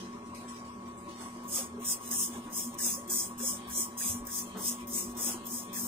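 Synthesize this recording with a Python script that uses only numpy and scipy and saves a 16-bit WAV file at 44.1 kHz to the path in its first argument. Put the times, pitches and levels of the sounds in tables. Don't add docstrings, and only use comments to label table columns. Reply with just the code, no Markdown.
import sys
import numpy as np
from scipy import signal
from scipy.fft import rfft, irfft, dct, next_fast_len
from scipy.io import wavfile
from scipy.ndimage import uniform_filter1d, map_coordinates

SR = 44100
rng = np.random.default_rng(int(sys.argv[2]) if len(sys.argv) > 2 else 0)


def int16_out(signal):
    q = np.round(np.clip(np.atleast_2d(signal).T, -1, 1) * 32767)
    wavfile.write(sys.argv[1], SR, q.astype(np.int16))


def decibels_to_gain(level_db):
    exponent = np.asarray(level_db, float) / 20
    return 10 ** exponent


N = 258867

# (valve opens [s], time to full pressure [s], full jet [dB], opening under that [dB],
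# time to lose 20 dB [s])
SQUIRTS = [(1.479, .082, -33, 25, .1), (1.845, 0.069, -31, 12, 0.06), (2.108, .118, -33, 4, .075),
           (2.525, 0.059, -36, 12.5, 0.12), (2.785, 0.079, -30.5, 12.5, .13), (3.098, .078, -32.5, 4, 0.12),
           (3.379, 0.104, -33, 20, 0.1), (3.7, 0.096, -32, 20, 0.08), (3.975, 0.102, -32.5, 12.5, 0.11),
           (4.27, 0.114, -35.5, 21.5, 0.07), (4.571, 0.113, -34.5, 23.5, 0.08),
           (4.872, 0.101, -34, 27.5, .11), (5.169, .103, -32, 18, 0.09), (5.455, 0.104, -39.5, 18, 0.11),
           (5.729, .069, -40.5, 9, 0.24)]
# (seep starts [s], seep [dB], its jet part re that [dB],
# sputter re usual [dB], mist re usual [dB])
LEADS = [(1.45, -67, 0, 0, -1), (1.796, -64, 0, 0, 1), (2.1, -60, 0, 0, 0), (2.499, -61, 0, -2, 0),
         (2.774, -62, 0, -2, 0), (3.075, -57, 0, -2, 1), (3.375, -80, 0, -4, -1), (3.674, -58, 0, -2, 0),
         (3.97, -80, 0, -4, 0), (4.249, -62, 0, 0, 0), (4.566, -80, 0, -2, 1), (4.868, -80, 0, 4, 0),
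         (5.147, -63, 0, 0, 1), (5.444, -63, 0, 0, -1), (5.724, -80, 0, -4, 1.5)]
# (time [s], peak [dB])
TICKS = [(0.347, -52), (0.8804, -56), (1.438, -54), (2.076, -38), (2.09, -38), (2.742, -43), (3.0789, -45),
         (3.698, -47), (3.978, -46), (3.998, -38), (4.2516, -49), (4.269, -34), (4.8724, -47), (5.455, -45),
         (5.4675, -38)]
# (middle [s], length [s], level [dB], fizz re that [dB])
GURGLES = [(1.45, .04, -68, 4), (1.577, 0.072, -53, -22), (1.841, 0.046, -57, 4.5), (2.06, .09, -59, 10),
           (2.345, .09, -58, 6), (2.45, .08, -63, 3), (2.736, 0.037, -59.5, 0.5),
           (2.863, 0.061, -49.5, -20), (3.115, 0.049, -56.5, -19.5), (3.408, 0.054, -60, -20),
           (3.653, 0.18, -57, -8), (3.92, .08, -66, 4), (4.044, 0.099, -56, -19.5), (4.47, .08, -62, 6),
           (4.55, 0.14, -57.5, -8), (4.683, 0.096, -56, -19.5), (4.8, .07, -60, 4),
           (5.106, 0.05, -67.5, 12.5), (5.196, 0.056, -57.5, -20), (5.294, 0.13, -53.5, -20),
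           (5.435, 0.15, -61, -3.5), (5.696, 0.13, -58.5, -8), (5.75, .06, -55, -19)]
# (frequency [Hz], density [dB per Hz])
JET_COLOUR = [(3800, -38), (4600, -23.5), (5000, -5), (6800, -4), (8200, 0), (9200, -5), (10800, -3.5),
              (11100, -24), (11800, -32), (12400, -53)]
# (frequency [Hz], density [dB per Hz])
MIST_COLOUR = [(10600, -37), (11300, -12.5), (12200, -10), (12800, -4.5), (14500, -5), (14900, -5.5),
               (15750, -16), (16000, -72)]
# (frequency [Hz], density [dB per Hz])
DROPS_COLOUR = [(1200, -10.5), (2000, -5), (3000, 4.5), (3600, 3), (4600, -0.5), (5200, -53)]
# (from [s], to [s], band of 375 Hz [number], level re jet [dB])
THIN_TONES = [
    (2.8, 3.06, 40, -16),
    (3.1, 3.35, 40, -16),
    (3.4, 3.52, 40, -17),
    (2.26, 2.33, 40, -13),
    (2.8, 3.06, 30, -21),
    (2.52, 2.7, 30, -23),
    (3.82, 3.92, 40, -13),
    (2.6, 2.7, 32, -22),
]
# (time [s], peak [dB], wall pitch [Hz], rattle re peak [dB])
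THUMPS = [(1.08, -39, 328, -25), (1.19, -45.5, 375, 1.5), (1.36, -37.5, 342, -20), (1.562, -38.5, 1226, -1),
          (1.584, -36, 530, -13), (1.62, -44, 410, -18), (1.74, -36.5, 404, -17), (1.778, -34.5, 412, -27),
          (2.101, -45, 340, 0), (2.287, -46.5, 400, -3), (2.355, -40, 380, -8), (2.46, -39, 307, -4.5),
          (2.845, -42, 340, -2), (2.971, -39.5, 534, -16), (3.405, -41.5, 417, -11),
          (3.431, -35.5, 533, -18), (3.53, -41, 574, -5), (4.048, -37, 196, -12), (4.14, -45, 100, -5),
          (4.57, -38, 420, -15), (4.219, -47, 298, -22), (4.545, -44, 430, 6), (4.693, -45, 350, -3),
          (5.085, -38, 347, -13), (5.18, -40, 352, -1), (5.266, -35, 334, -3), (5.34, -34.5, 344, -9.5),
          (5.769, -46, 350, -1), (5.825, -38, 340, -7)]
# (time [s], peak [dB], pitch [Hz], rattle re peak [dB])
BUMPS = [
    (3.69, -46, 70, -20.5),
    (4.094, -35, 88, -16),
    (4.819, -47, 71, -11),
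    (4.2, -43, 48, -30),
    (5.08, -46, 55, -30),
]
# (time [s], length [s], level [dB], pitch [Hz])
SQUEAKS = [(2.105, 0.059, -53, 1700), (2.34, 0.031, -53.5, 1700), (2.778, 0.055, -52.5, 1700),
           (3.099, 0.046, -53.5, 1590), (3.386, 0.043, -54, 1620), (3.686, 0.053, -55, 1650),
           (3.99, 0.0451, -51.5, 1710), (4.002, 0.068, -52.5, 2350), (4.262, 0.063, -54.5, 1700),
           (4.787, 0.054, -55.5, 2350), (5.163, 0.055, -61, 1923), (5.733, 0.069, -53, 1780),
           (1.54, .09, -51, 4700)]
# (time [s], swell [s], slosh [dB], brightness [dB], decay [dB per s])
SLOSHES = [(0.0, .001, -51.5, -11.5, 164), (.11, 0.018, -62.5, -25, 150), (.23, .04, -65, -3, 203),
           (.343, 0.0067, -57.5, 1, 90), (.472, 0.015, -56.5, 1.5, 145), (.52, .045, -55.5, -15, 198),
           (.635, 0.017, -61.5, -7, 85), (.853, 0.0061, -63, -8, 84), (.962, 0.016, -71.5, 9, 80),
           (1.07, 0.022, -57.5, -11, 60), (1.13, .09, -56, 2, 100), (1.32, 0.039, -65, -16, 25)]
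# (frequency [Hz], density [dB per Hz])
WET_COLOUR = [(1000, -17), (2200, -1.5), (4000, -4.5), (6500, -4.5), (7600, -13), (8200, -28)]
# (frequency [Hz], density [dB per Hz])
SHEEN_COLOUR = [(7000, -23), (7700, 4.5), (10000, -5), (13000, -17), (15500, -16), (15950, -70)]
HUM_HZ = [58.5, 98.6, 120, 240, 360, 438, 987.2, 1107.2, 1227.2, 747.5, 1347, 1856, 2094.5]
# (rms [dB], left-right [dB], left lead [rad], throb [0-1])
HUM = [(-72, 1, -0.4, 0.4), (-70.5, -1, -0.5, 0.4), (-64, -0.5, 0.17, 0), (-49, 0, 0.07, 0.06),
       (-65, -1, -0.4, 0.03), (-70.5, 8, -0.5, 0.5), (-58.5, 5, -1.34, 0.44), (-52.5, 3, -1.55, 0.04),
       (-65.5, 5.5, -2, 0.64), (-83, -2, 0.29, .1), (-79.5, 6, -0.5, 0.1), (-80, 15, -2, .2),
       (-68.5, 1, -2.5, 0.18)]
# (middle [s], length [s], gain [dB])
BOOMS = [(1.75, .06, 4), (1.82, .03, 4), (2.0, .04, -8), (2.12, .04, 9), (2.31, .03, 5), (2.39, .025, 10),
         (2.467, .025, 7), (2.68, .035, 9), (2.86, .035, 7), (3.415, .045, 8), (3.8, .06, 3),
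         (4.06, .025, 5), (4.165, .045, 10), (4.24, .025, 7), (4.27, .02, -10), (4.71, .04, 9),
         (4.8, .025, 5), (4.9, .04, 6), (5.0, .04, -8), (5.1, .05, 9), (5.28, .04, 9), (5.37, .03, 6),
         (5.54, .035, 7), (5.78, .025, 5), (5.84, .04, 10)]
# (frequency [Hz], level [dB], t60 [s], delay [s])
HOUSING = [
    (985, -2, .05, 0),
    (1040, 0, 0.067, 0.0012),
    (1061.4, -0.5, 0.057, 0.008),
    (1115.6, 1.5, 0.1, .012),
    (1256, -30, .06, 0.0038),
]
# (frequency [Hz], width [Hz], level [dB])
STAND = [(82.5, 12.4, -12), (192.2, 12, -4.5), (233, 24, -5.5), (343, 25, -11), (357, 9, -9),
         (407, 43, -14), (532.8, 5.3, -13.5), (577, 12, -11), (703, 22, -27), (760, 92, -35),
         (1054, 30, -27.5), (1700, 160, -31.5), (2350, 15, -24)]
# (frequency [Hz], density [dB per Hz])
AIR_COLOUR = [(20, -2.5), (60, -17), (150, -1), (300, 4), (480, -4.5), (800, -2), (1150, -4), (1450, -10.5),
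              (2200, -12.5), (3800, -17.5), (8500, -20.5), (11000, -31), (14500, -32), (15950, -70)]
# (frequency [Hz], left-right likeness [-1 to 1])
ALIKE = [(40, 1), (90, 0.98), (250, 0.99), (450, 0.7), (800, 0.5), (1500, 0.083), (9000, 0.1)]
# (frequency [Hz], margin [dB])
SPARED = [(1500, 29.5), (2600, 21.5), (3500, 21), (4300, 23), (4900, 25.5), (6600, 15), (10900, 17),
          (11100, 5), (11700, 6), (12400, 18), (15300, 15)]
# (frequency [Hz], step re band rms [dB])
STEPS = [(1300, -6), (1700, 4.5), (2600, 8), (3500, 9.5), (4200, 10.5), (4800, 8.5)]

SHAFT_HZ, FIRST_KNOCK_S = 5.381, 0.136
PORT_LAG, ROOM_LAG = 12, 8
CORE_HOP, CORE_BAND = 1882, 16


def spray():
    jet_gain, mist_gain, drops_gain, aim_db = squeezes()
    t = np.arange(N) / SR
    foam = patchy(2.2)
    tearing = 0.61 * foam + 0.44 * droplets(4000, spread_db=-2.0)
    jet, mist, drops = filtered(tearing, coloured(JET_COLOUR), coloured(MIST_COLOUR), coloured(DROPS_COLOUR))
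    whine = tones(slice(6, 9), lift_hz=7500)
    jet += decibels_to_gain(35.5) * whine
    for start, end, band, db in THIN_TONES:
        on = slice(round(start * SR), round(end * SR))
        fade = np.clip(np.minimum(t[on] - start, end - t[on]) / 0.015, 0, 1)
        thin_tone = np.sin(2 * np.pi * (band + 0.5) * 375 * t[on] + [[0], [1.4]])
        jet[:, on] += decibels_to_gain(db) * fade * thin_tone
    airborne = jet_gain * jet + pan(4.4) * mist_gain * mist
    landing = decibels_to_gain(4) * pan(1.3) * drops_gain * drops
    hiss = decibels_to_gain(3 + 0.55 * wobble(40)) * airborne + landing
    for s, db in TICKS:
        on = slice(round(s * SR), round(s * SR) + 500)
        decay = decibels_to_gain(db - 1.5 - 60 * (t[on] - s) / 0.03)
        hiss[:, on] += decay * (mist[:, on] + 0.5 * jet[:, on])
    return hiss * pan(aim_db - 1.1) + decibels_to_gain(-23) * whine


def squeezes():
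    t = np.arange(N) / SR
    jet, mist, drops = np.zeros((3, N))
    aim_db = 0.7 + 0.13 * t
    for squirt, lead in zip(SQUIRTS, LEADS):
        s, rise, db, under_db, fall = squirt
        seeps, seep_db, seep_jet_db, sputter_db, mist_db = lead
        on = slice(round(seeps * SR), round((s + 0.57) * SR))
        since = t[on] - s
        late = np.clip(since - rise, 0, 1)
        valve = np.clip(since / 0.006 + 0.5, 0, 1)
        lost_db = 20 * (late / fall) ** 1.59
        shape_db = -under_db * np.clip(1 - since / rise, 0, 1) ** 1.53 - lost_db
        dribble = decibels_to_gain(db - 26.5 - 92 * late)
        flow = valve * (decibels_to_gain(db + shape_db) + dribble)
        seep = (1 - valve) * decibels_to_gain(seep_db + 120 * (t[on] - seeps).clip(0, 0.06))
        opening_db = 0.4 * (db - under_db + 48)
        sputter = valve * decibels_to_gain(-47 + sputter_db + opening_db - 20 * (since / 0.096) ** 2)
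        fine_db = -6 + mist_db - 0.5 * (db + 33) - 0.21 * np.minimum(lost_db, 30)
        jet[on] += flow + decibels_to_gain(seep_jet_db) * seep
        mist[on] += np.hypot(flow * decibels_to_gain(fine_db), sputter) + seep
        drops[on] += valve * decibels_to_gain(db - 23.5 + 0.7 * shape_db)
        aim_db[on] -= 1.5 * valve * np.exp(-abs(since) / 0.021)
    for s, length, db, fizz_db in GURGLES:
        on = slice(round((s - length) * SR), round((s + length) * SR))
        swell = decibels_to_gain(db) * np.cos(np.pi / 2 * (t[on] - s) / length) ** 2
        drops[on] = np.hypot(drops[on], swell)
        jet[on] = np.hypot(jet[on], decibels_to_gain(fizz_db) * swell)
        mist[on] = np.hypot(mist[on], decibels_to_gain(1.5 * fizz_db - 10.5) * swell)
    return jet, mist, drops, aim_db


def droplets(per_second, spread_db):
    size = rng.standard_normal(N) * decibels_to_gain(spread_db * rng.exponential(size=N))
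    clicks = (rng.random(N) < per_second / SR) * size
    bounce = rng.standard_normal((2, 160)) * decibels_to_gain(-np.arange(160) * 0.25)
    left = np.roll(unit(0.7 * bounce[0] + bounce[1]), PORT_LAG)
    bounce = np.array([left, unit(bounce[1])])
    return unit(signal.fftconvolve(clicks[None], bounce, axes=1)[:, 12:N + 12])


def trigger():
    out, t = np.zeros((2, N + SR)), np.arange(SR // 8) / SR
    hollow = signal.butter(2, [300, 1300], "band", fs=SR, output="sos")
    for s, db, hz, rattle_db in THUMPS + BUMPS:
        wall = np.sin(2 * np.pi * hz * t) * decibels_to_gain(-60 * t / (0.069 + 12 / hz))
        loose = rng.standard_normal(len(t)) + 0.5 * rng.standard_normal((2, len(t)))
        rattle_gain = decibels_to_gain(rattle_db + 16.5 - 60 * t / 0.22) * (1 - np.exp(-t / 0.032))
        rattle = signal.sosfilt(hollow, loose) * rattle_gain
        start = round(s * SR)
        out[:, start:start + len(t)] += decibels_to_gain(db) * (1 - np.exp(-t / 0.0038)) * (wall + rattle)
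    for s, length, db, hz in SQUEAKS:
        start, size = round(s * SR), round(length * SR)
        narrow = signal.butter(2, [hz * 0.933, hz * 1.11], "band", fs=SR, output="sos")
        rub = signal.sosfilt(narrow, rng.standard_normal((2, size)))
        out[:, start:start + size] += decibels_to_gain(db + 3) * np.hanning(size) * unit(rub)
    return out[:, :N]


def slosh():
    t, body, sheen = np.arange(N) / SR, np.zeros(N), np.zeros(N)
    for s, swell, db, bright_db, dies in SLOSHES:
        decay = decibels_to_gain(db - dies * np.clip(t - s - swell, 0, None))
        shake = np.clip((t - s) / swell, 0, 1) ** 2 * decay
        body = np.hypot(body, shake)
        sheen = np.hypot(sheen, decibels_to_gain(bright_db) * shake)
    gate = np.clip((1.46 - t) / 0.02, 0, 1)
    rustle = 0.94 * patchy(3.6) + 0.51 * droplets(1200, spread_db=1.2)
    wet, fine = filtered(rustle, coloured(WET_COLOUR), coloured(SHEEN_COLOUR))
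    return gate * decibels_to_gain(5.5) * (body * wet + sheen * fine)


def motor():
    def stand(hz):
        return np.sqrt(sum(decibels_to_gain(db) ** 2 / (1 + (2 * (hz - c) / width) ** 4) for c, width, db in STAND))

    shaken = decibels_to_gain(-50.5 + 1.3 * wobble(5)) * rush(stand, patchy_db=4.0)
    air = decibels_to_gain(-52 + 0.57 * wobble(1.98)) * rush(coloured(AIR_COLOUR), patchy_db=2.75)
    return tones(slice(None), lift_hz=0) + knocks() + shaken + air


def tones(chosen, lift_hz):
    t, out = np.arange(N) / SR, np.zeros((2, N))
    turn = 2 * np.pi * SHAFT_HZ * (t - FIRST_KNOCK_S - 0.025)
    beat = 0.27 * np.cos(turn) + 0.86 * np.cos(2 * turn) + 0.39 * np.cos(3 * turn)
    waver = wobble(12)
    for hz, (db, pan_db, lead, throb) in list(zip(HUM_HZ, HUM))[chosen]:
        waver = np.roll(waver, N // 7)
        swell = (1 + throb * beat) * np.exp(0.11 * waver)
        if hz == HUM_HZ[3]:
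            swell = swell * booms()
        phase = 2 * np.pi * ((hz + lift_hz) * t + rng.random()) + 0.18 * waver[::-1]
        port_phase = phase + np.array([[0.5 * lead], [-0.5 * lead]])
        out += np.sqrt(2) * decibels_to_gain(db) * pan(pan_db) * swell * np.cos(port_phase)
    return out


def booms():
    t, db = np.arange(0, N + 64, 64) / SR, 0
    for s, length, swell_db in BOOMS:
        db = db + swell_db * np.exp(-2 * ((t - s) / length) ** 2)
    return np.interp(np.arange(N) / SR, t, decibels_to_gain(db))


def knocks():
    half_turns = np.arange(int(2 * SHAFT_HZ * N / SR) - 2)
    soft = half_turns % 2
    s = FIRST_KNOCK_S + half_turns / SHAFT_HZ / 2 + 0.00572 * soft
    s = s + rng.normal(0, 0.002006, len(s))
    blows, t = np.zeros(N), np.arange(SR // 8) / SR
    blows[(s * SR).astype(int)] = decibels_to_gain(-40.5 - 7.5 * soft - 0.62 * s + rng.normal(0, 1.3, len(s)))
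    ring = np.zeros((2, len(t)))
    for hz, db, t60, late in HOUSING:
        onset = 1 - np.exp(-np.clip(t - late, 0, 1) / 0.0041)
        mode = np.sin(2 * np.pi * hz * t - [[0], [-1.5]])
        ring += decibels_to_gain(db - 60 * (t - late) / t60) * onset * mode
    return signal.fftconvolve(blows[None], ring * pan(3.6), axes=1)[:, :N]


def rush(gain, patchy_db):
    def mid_side(hz):
        turn = np.arccos(np.clip(along(ALIKE, hz), -1, 1)) / 2
        return gain(hz) * np.array([np.cos(turn), np.sin(turn)])

    mid, side = filtered(patchy(patchy_db), mid_side)[0]
    return np.array([np.roll(mid + side, ROOM_LAG), mid - side]) / np.sqrt(2)


def patchy(depth_db):
    z = rng.standard_normal((2, 257, N // 256 + 3, 2)).view(complex)[..., 0]
    field = uniform_filter1d(rng.standard_normal(z.shape[1:]), size=5, axis=0)
    field = uniform_filter1d(field, size=6, axis=1)
    noise = signal.istft(z * decibels_to_gain(depth_db * unit(field)), nperseg=512, window="cosine")[1]
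    return unit(noise[:, :N])


def filtered(x, *responses):
    m = next_fast_len(N)
    spectrum, hz = rfft(x, m), np.fft.rfftfreq(m, 1 / SR)
    return [unit(irfft(spectrum * response(hz), m)[..., :N]) for response in responses]


def coloured(spectrum):
    return lambda hz: decibels_to_gain(along(spectrum, hz))


def along(points, hz):
    f, v = np.transpose(points)
    return np.interp(np.log(hz + 1), np.log(f + 1), v)


def wobble(rate):
    coarse_time = np.arange(0, N + 64, 64)
    knots = rng.standard_normal(int(N * rate / SR) + 5)
    return np.interp(np.arange(N), coarse_time, map_coordinates(knots, [coarse_time * rate / SR]))


def pan(db):
    half = np.atleast_1d(db) / 2
    return decibels_to_gain(np.array([half, -half]))


def unit(x):
    return x / np.sqrt(np.mean(x ** 2) + 1e-20)


def starved(x):
    hz, _, z = signal.stft(x, SR, nperseg=2048, window="cosine")
    power = abs(z) ** 2
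    band = uniform_filter1d(power, size=10, axis=1)[:, 5::10].mean(0) + 1e-20
    band_db, band_hz = 10 * np.log10(band), hz[5::10, None]
    luck = uniform_filter1d(rng.standard_normal(band.shape), size=4, axis=1)
    luck_db = 15 * uniform_filter1d(luck, size=2, axis=0)
    loud_db = band_db[24:].max(0)
    floor_db = loud_db + 0.45 * (loud_db - loud_db.max()) + 1.5 - along(SPARED, band_hz)
    risk_db = 7.5 - 5 * np.exp(-((band_hz - 4000) / 1000) ** 2)
    floor_db = np.where(band_hz > 1650, np.maximum(floor_db, band_db - risk_db), floor_db)
    kept = 1 / (1 + np.exp(np.clip((floor_db - band_db - luck_db) / 0.16, -30, 30)))
    row = np.minimum(np.arange(len(hz)) // 10, len(band) - 1)
    strong = np.where(hz[:, None] > 4900, 2.3 * power / (power + 2.4 * band[row]), 1)
    gate = np.maximum(kept[row], np.where(hz[:, None] > 4400, 1e-3, 1))
    return signal.istft(z * strong * gate, SR, nperseg=2048, window="cosine")[1][:, :N]


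def unsmeared(thinned, x):
    def level(v):
        return np.sqrt(abs(uniform_filter1d(v ** 2, size=180, axis=1)) + 1e-16)

    top = signal.butter(6, 5000, "high", fs=SR, output="sos")
    was, now = signal.sosfiltfilt(top, x), signal.sosfiltfilt(top, thinned)
    return thinned - now * (1 - np.minimum(1, 1.3 * level(was) / level(now)))


def coarse(x):
    hop, half = CORE_HOP, CORE_HOP // 2
    window = np.sin(np.pi * (np.arange(2 * hop) + 0.5) / (2 * hop))
    blocks = np.pad(x, [(0, 0), (hop, 2 * hop - N % hop)]).reshape(2, -1, hop)
    lapped = np.concatenate([blocks[:, :-1], blocks[:, 1:]], 2) * window
    a, b, c, d = np.split(lapped, 4, axis=2)
    folded = np.concatenate([-c[..., ::-1] - d, a - b[..., ::-1]], 2)
    lines = dct(folded, type=4, norm="ortho")
    bands = np.arange(7, 26)
    span = slice(7 * CORE_BAND, 26 * CORE_BAND)
    core = lines[..., span].reshape(*lines.shape[:2], len(bands), CORE_BAND)
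    near = np.sqrt(abs(uniform_filter1d((core ** 2).mean((0, 3)), size=3, axis=1)) + 1e-20)
    treble_db = 10 * np.log10((lines[..., 450:900] ** 2).mean((0, 2)) + 1e-20)
    luck_db = 8 * uniform_filter1d(rng.standard_normal(near.shape), size=2, axis=0)
    hunger_db = 0.1 * (treble_db - treble_db.max() + 12)[:, None] + luck_db
    band_hz = (bands + 0.5) * CORE_BAND * SR / 2 / hop
    step = (near * decibels_to_gain(along(STEPS, band_hz) + hunger_db))[..., None]
    rounded = np.sign(core) * step * np.floor(abs(core) / step + 0.4)
    error = np.zeros_like(lines)
    error[..., span] = (rounded - core).reshape(*lines.shape[:2], -1)
    back = dct(error, type=4, norm="ortho")
    p, q = back[..., :half], back[..., half:]
    frames = np.concatenate([q, -q[..., ::-1], -p[..., ::-1], -p], 2) * window
    return x + (frames[:, :-1, hop:] + frames[:, 1:, :hop]).reshape(2, -1)[:, :N]


def scene():
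    return spray() + trigger() + slosh() + motor()


def top_cut(x):
    return signal.sosfilt(signal.butter(12, 16970, fs=SR, output="sos"), x)


def record(dry):
    thinned = starved(dry)
    sharp = unsmeared(thinned, dry)
    mix = coarse(sharp)
    return top_cut(mix)


dry = scene()
out = record(dry)
int16_out(out)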